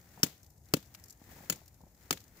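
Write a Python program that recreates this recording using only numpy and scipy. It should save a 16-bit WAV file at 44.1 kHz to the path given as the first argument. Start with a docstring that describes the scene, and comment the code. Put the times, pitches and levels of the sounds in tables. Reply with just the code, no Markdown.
"""Rock pick on stone

A steel pick strikes weathered rock four times, outdoors and close by, a little to the left.
Each blow is a dry crack over a thud of the ground; the head lands again more lightly and grit sprays.
Chips tick down between blows, and a sleeve swishes and flaps with the swing over a quiet hush."""
import sys
import numpy as np
from scipy import signal
from scipy.fft import rfft, irfft
from scipy.io import wavfile
from scipy.ndimage import uniform_filter1d

SR = 44100
rng = np.random.default_rng(int(sys.argv[2]) if len(sys.argv) > 2 else 0)


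def put_to_file(sound):
    """Save the sound as 16-bit audio at rate SR, in the file named by the first command-line argument."""
    columns = np.atleast_2d(sound).T  # one column per channel
    safe = np.clip(columns, -1, 1)
    whole_steps = np.round(safe * 32767)
    wavfile.write(sys.argv[1], SR, whole_steps.astype(np.int16))


N = 105840

# The four blows. Middle and top colour the crack; a fade is the time taken to drop by 60 dB.
# start_s, crack_db, middle_db, top_db, thud_db, contact_hz, contact_db, steel_db, grit_db, crack_fade_s
BLOWS = [(0.2315, -9, -5, 0.5, -16.5, 5580, -6.5, -32, -40, 0.041),
         (0.7375, -10.5, 3.5, 1.5, -13.5, 14530, -19, -56, -45.5, 0.023),
         (1.4987, -13.5, -2, 5.5, -30.5, 6920, -18.5, -29, -45, 0.025),
         (2.1075, -12.5, 3.5, -1, -28.5, 1264, -18.5, -55, -45.5, 0.023)]
# Tone colour of crushing stone: pitch_hz, level_db
CRACK_COLOUR = [(100, -47), (400, 10), (750, -9), (1400, -0.5), (2000, 0), (3500, 0), (5000, -3),
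                (7200, 3.5), (8800, -4.5), (11000, -5), (14800, -1.5), (16000, 8.5)]
# Ringing tones of the steel head: pitch_hz, level_db, fade_s
STEEL_TONES = [(6855, 0, .07), (6765, -12, .07)]
NO_TILT = ((1, 0), (2, 0))  # leaves a tone colour unchanged


def amp(db):
    """Turn decibels into a gain."""
    return 10 ** (np.asarray(db) / 20)


def unit(x):
    """Scale a signal to an average power of one."""
    return x / np.sqrt(np.mean(x ** 2) + 1e-20)


def curve_at(points, hz):
    """Read a curve at the given pitches, with octaves evenly spaced."""
    pitches, values = np.transpose(points)
    return np.interp(np.log(hz + 1), np.log(pitches + 1), values)


def add(mix, start_s, sound):
    """Mix a sound in at its start time."""
    part = mix[:, max(round(start_s * SR), 0):][:, :sound.shape[1]]
    part += sound[:, :part.shape[1]]


def noise(colour, size, tilt=NO_TILT):
    """Stereo noise, alike on both sides in the bass; tilt boosts or cuts parts of its colour."""
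    # How alike left and right are: pitch_hz, likeness (0 to 1)
    likeness = [(30, .88), (80, .98), (300, .97), (800, .6), (1500, .25), (5000, .1), (15000, .1)]
    hz = np.fft.rfftfreq(size, 1 / SR)
    left, unrelated = np.exp(2j * np.pi * rng.random((2, len(hz))))
    alike = curve_at(likeness, hz)
    right = alike * left + np.sqrt(1 - alike ** 2) * unrelated
    spectrum = np.array([left, right]) * unit(amp(curve_at(colour, hz)))
    return irfft(spectrum * amp(curve_at(tilt, hz)), size) * np.sqrt(size)


def flicker(depth_db, size, grain_samples):
    """A gain that flickers at random, making noise sound rough."""
    wobble = unit(uniform_filter1d(rng.standard_normal(size), grain_samples))
    return unit(amp(depth_db * wobble))


def burst(colour, rise_s, fade_s, size, tilt=NO_TILT):
    """Noise that rises quickly and dies away."""
    t = np.arange(size) / SR
    fade = np.exp(-np.log(1000) * np.maximum(t - rise_s, 0) / fade_s)
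    return noise(colour, size, tilt) * np.minimum(t / rise_s, 1) * fade


def ring(tones, rise_s, size=12000, right_delay_s=0.00025):
    """Fading tones, neighbours swinging opposite ways; they reach the right side a little later."""
    t = np.maximum(np.arange(size) / SR - np.array([[0], [right_delay_s]]), 0)
    waves = sum((-1) ** k * amp(db) * np.exp(-np.log(1000) * t / fade_s) * np.sin(2 * np.pi * hz * t)
                for k, (hz, db, fade_s) in enumerate(tones))
    return waves * np.minimum(t / rise_s, 1)


def from_left(sound, share):
    """Sound from the left is shaded on the right side, mostly in the treble."""
    # Full shading of the right side: pitch_hz, cut_db
    shade = [(100, .8), (280, 1.3), (550, 4.5), (1200, 6), (2500, 7), (5500, 9), (9000, 4), (14000, 4.3)]
    spectrum = rfft(sound)
    spectrum[1] *= amp(-share * curve_at(shade, np.fft.rfftfreq(N, 1 / SR)))
    return irfft(spectrum, N)


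def hush(level_db=-62, left_louder_db=3.5):
    """Low outdoor rumble with a thin hiss."""
    # Tone colour of the outdoors: pitch_hz, level_db
    hush_colour = [(20, -30.5), (40, -11), (62, 5.5), (110, 2.5), (200, -8.5), (400, -16), (800, -16.5),
                   (1700, -40), (2900, -40.5), (7000, -24.5), (8800, -32.5), (14500, -24.5), (16000, -30.5)]
    sides = amp([[left_louder_db / 2], [-left_louder_db / 2]])
    return amp(level_db) * noise(hush_colour, N) * sides


def sleeve():
    """Cloth rubs as the arm swings, and its folds flap."""
    # Tone colour of rubbing cloth: pitch_hz, level_db
    rub_colour = [(60, 4.5), (200, 9), (500, 1), (1100, -2), (1900, 3.5), (3000, -7), (7200, -4),
                  (9000, -12), (13000, -8), (15500, 2)]
    # Loudness of the rubbing as the arm moves: time_s, level_db
    swing = [(0, -59.5), (0.2, -54), (0.45, -68), (0.62, -73.5), (0.691, -60), (0.8, -65.5), (1.0, -57.5),
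             (1.19, -65), (1.25, -57), (1.32, -50.5), (1.46, -51.5), (1.58, -57), (1.7, -67.5),
             (1.97, -67.5), (2.039, -56), (2.16, -59), (2.3, -64.5), (2.39, -54)]
    # Tone colour of a flap: pitch_hz, level_db
    flap_colour = [(50, -19), (180, 7), (400, -12.5), (850, -4), (1400, -31), (4000, -49), (15000, -55)]
    # Soft flaps of cloth: start_s, level_db
    flaps = [(0.175, -44), (0.198, -47), (1.216, -49), (1.288, -48), (1.317, -51), (1.362, -49.5),
             (1.384, -50), (1.404, -47), (1.436, -47), (1.566, -54), (1.616, -52.5), (1.806, -48.5),
             (1.835, -49.5), (1.866, -50), (2.367, -63.5)]
    times_s, levels_db = np.transpose(swing)
    swell = amp(np.interp(np.arange(N) / SR, times_s, levels_db))
    out = noise(rub_colour, N) * swell * flicker(depth_db=1.5, size=N, grain_samples=300)
    for start_s, level_db in flaps:
        add(out, start_s, amp(level_db) * burst(flap_colour, rise_s=0.001, fade_s=0.041, size=4096))
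    return out


def chips(crumbs_per_s=68, faintest_db=-69.5, spread_db=4.5):
    """Chips tick on the stones; finer crumbs trickle at random."""
    # Falling chips: start_s, level_db, body_db (boost of the lower pitches)
    falls = [(0.378, -56, -8), (0.431, -49.5, -15), (0.503, -53, -25), (0.579, -59, -37), (0.656, -55, -8),
             (0.827, -51.5, 14), (0.868, -67, -12), (0.941, -48.5, -15), (0.9486, -40.5, -8),
             (0.948, -51, 26), (1.039, -43, -18), (1.058, -50, -16), (1.083, -47.5, -20),
             (1.098, -44.5, -16), (1.106, -41.5, -23), (1.126, -47, -18), (1.559, -45, -18),
             (1.634, -60, -21), (1.659, -52.5, -17), (1.679, -46.5, -3), (1.743, -55.5, -6),
             (2.156, -67, 2), (2.1732, -48, 23.5), (2.176, -48, 16), (2.2035, -47, 2), (2.215, -57, 4),
             (2.24, -50.5, -3)]
    # Tone colour of a tick: pitch_hz, level_db
    tick_colour = [(200, -29.5), (1500, -18.5), (3300, -7), (5000, 1), (7300, 2.5), (9000, -11),
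                   (12000, -1.5), (15000, -3)]
    crumbs = [(when * N / SR, faintest_db - spread_db * np.log(max(chance, 0.03)), 0)
              for when, chance in rng.random((round(crumbs_per_s * N / SR), 2))]
    out = np.zeros((2, N))
    for start_s, level_db, body_db in falls + crumbs:
        tilt = [(2500, body_db), (5000, 0.0076)]
        tick = burst(tick_colour, rise_s=0.00027, fade_s=0.029, size=2048, tilt=tilt)
        add(out, start_s, amp(level_db) * tick)
    return out


def grit(rise_s=0.0085, soil_db=-44.5, size=20000):
    """Each blow throws a spray of fine grit and shakes the loose soil."""
    # Tone colour of the spray: pitch_hz, level_db
    spray_colour = [(100, 8), (300, 4.5), (800, 2), (2000, 4), (4000, 8), (7000, 7.5), (8800, -4),
                    (12000, 1.5), (15000, 7.5)]
    # Tone colour of shaken soil: pitch_hz, level_db
    soil_colour = [(30, -15), (70, -1), (150, 11), (320, 2.5), (600, -3.5), (1200, -17.5), (8000, -40.5)]
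    out = np.zeros((2, N))
    for start_s, *_, grit_db, _ in BLOWS:
        spray = burst(spray_colour, rise_s, fade_s=0.33, size=size)
        spray *= flicker(depth_db=2, size=size, grain_samples=60)
        soil = burst(soil_colour, rise_s, fade_s=0.21, size=size)
        add(out, start_s, amp(grit_db) * spray + amp(soil_db) * soil)
    return out


def thud(low_cut_hz=102.6):
    """A short, low thud of the ground, with the deepest bass cut away."""
    # Low tones of the rock: pitch_hz, level_db, fade_s
    ground_tones = [(155.7, 0.5, 0.029), (252, -3.5, 0.037), (297.7, -2.5, 0.042), (442, -14.5, 0.047),
                    (543.7, -6, 0.027), (888, -26.5, 0.046)]
    bass_cut = signal.butter(2, low_cut_hz, "high", fs=SR, output="sos")
    return signal.sosfilt(bass_cut, ring(ground_tones, rise_s=0.0016))


def rebounds():
    """The head drops back on the rock with a softer, scraping knock."""
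    # Second landings: start_s, scrape_db, rise_s, thud_db, steel_db
    landings = [(0.258, -35.5, 0.0096, -35, -53), (0.765, -32, 0.0043, -30.5, -62.5),
                (1.5217, -25, 0.0044, -41.5, -36), (2.1269, -19.5, 0.00078, -39, -49)]
    out = np.zeros((2, N))
    for start_s, scrape_db, rise_s, thud_db, steel_db in landings:
        scrape = burst(CRACK_COLOUR, rise_s, fade_s=0.034, size=12000, tilt=[(2500, 1), (5000, 0.0096)])
        steel = amp(steel_db) * ring(STEEL_TONES, rise_s)
        add(out, start_s, amp(scrape_db) * scrape + steel + amp(thud_db) * thud())
    return out


def blows(rise_s=0.0008, contact_fade_s=0.021, size=12000):
    """Stone crushes under the steel; stone and head ring briefly and the ground thuds."""
    # Ringing tones of the struck stone face: pitch_hz, level_db, fade_s
    stone_tones = [(1345, -12, 0.022), (1725, -17.5, 0.035), (2618, -19.5, 0.045), (3055, -13, 0.02),
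                   (4174, -19.5, .03), (4610, -16.5, 0.027), (4830, -10, 0.018), (5430, -11, 0.019),
                   (6860, -16.5, 0.025), (7800, -15.5, 0.015), (12370, -20.5, 0.021), (13840, -24, 0.014),
                   (15700, -19, .028)]
    out = np.zeros((2, N))
    for (start_s, crack_db, middle_db, top_db, thud_db,
         contact_hz, contact_db, steel_db, _, crack_fade_s) in BLOWS:
        tilt = [(1500, middle_db), (4500, 0.0059), (7500, 0.014), (11000, top_db)]
        crush = burst(CRACK_COLOUR, rise_s, crack_fade_s, size, tilt)
        crush *= flicker(depth_db=3.3, size=size, grain_samples=16)
        crack = amp(crack_db) * (crush + ring(stone_tones, rise_s))
        contact = ring([(contact_hz, contact_db, contact_fade_s)], rise_s)
        steel = amp(steel_db) * ring(STEEL_TONES, rise_s)
        add(out, start_s, crack + contact + steel + amp(thud_db) * thud())
    return out


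def scene():
    """The blows come from the left over the hush; the smaller sounds sit nearer the middle."""
    out = hush() + from_left(blows(), share=1)
    small_sounds = rebounds() + grit() + chips() + sleeve()
    return out + from_left(small_sounds, share=0.75)


def record(dry, top_hz=15550):
    """Cut away the very highest treble."""
    treble_cut = signal.firwin(255, top_hz, window=("kaiser", 8), fs=SR)
    return signal.oaconvolve(dry, treble_cut[None], "same")


dry = scene()
out = record(dry)
put_to_file(out)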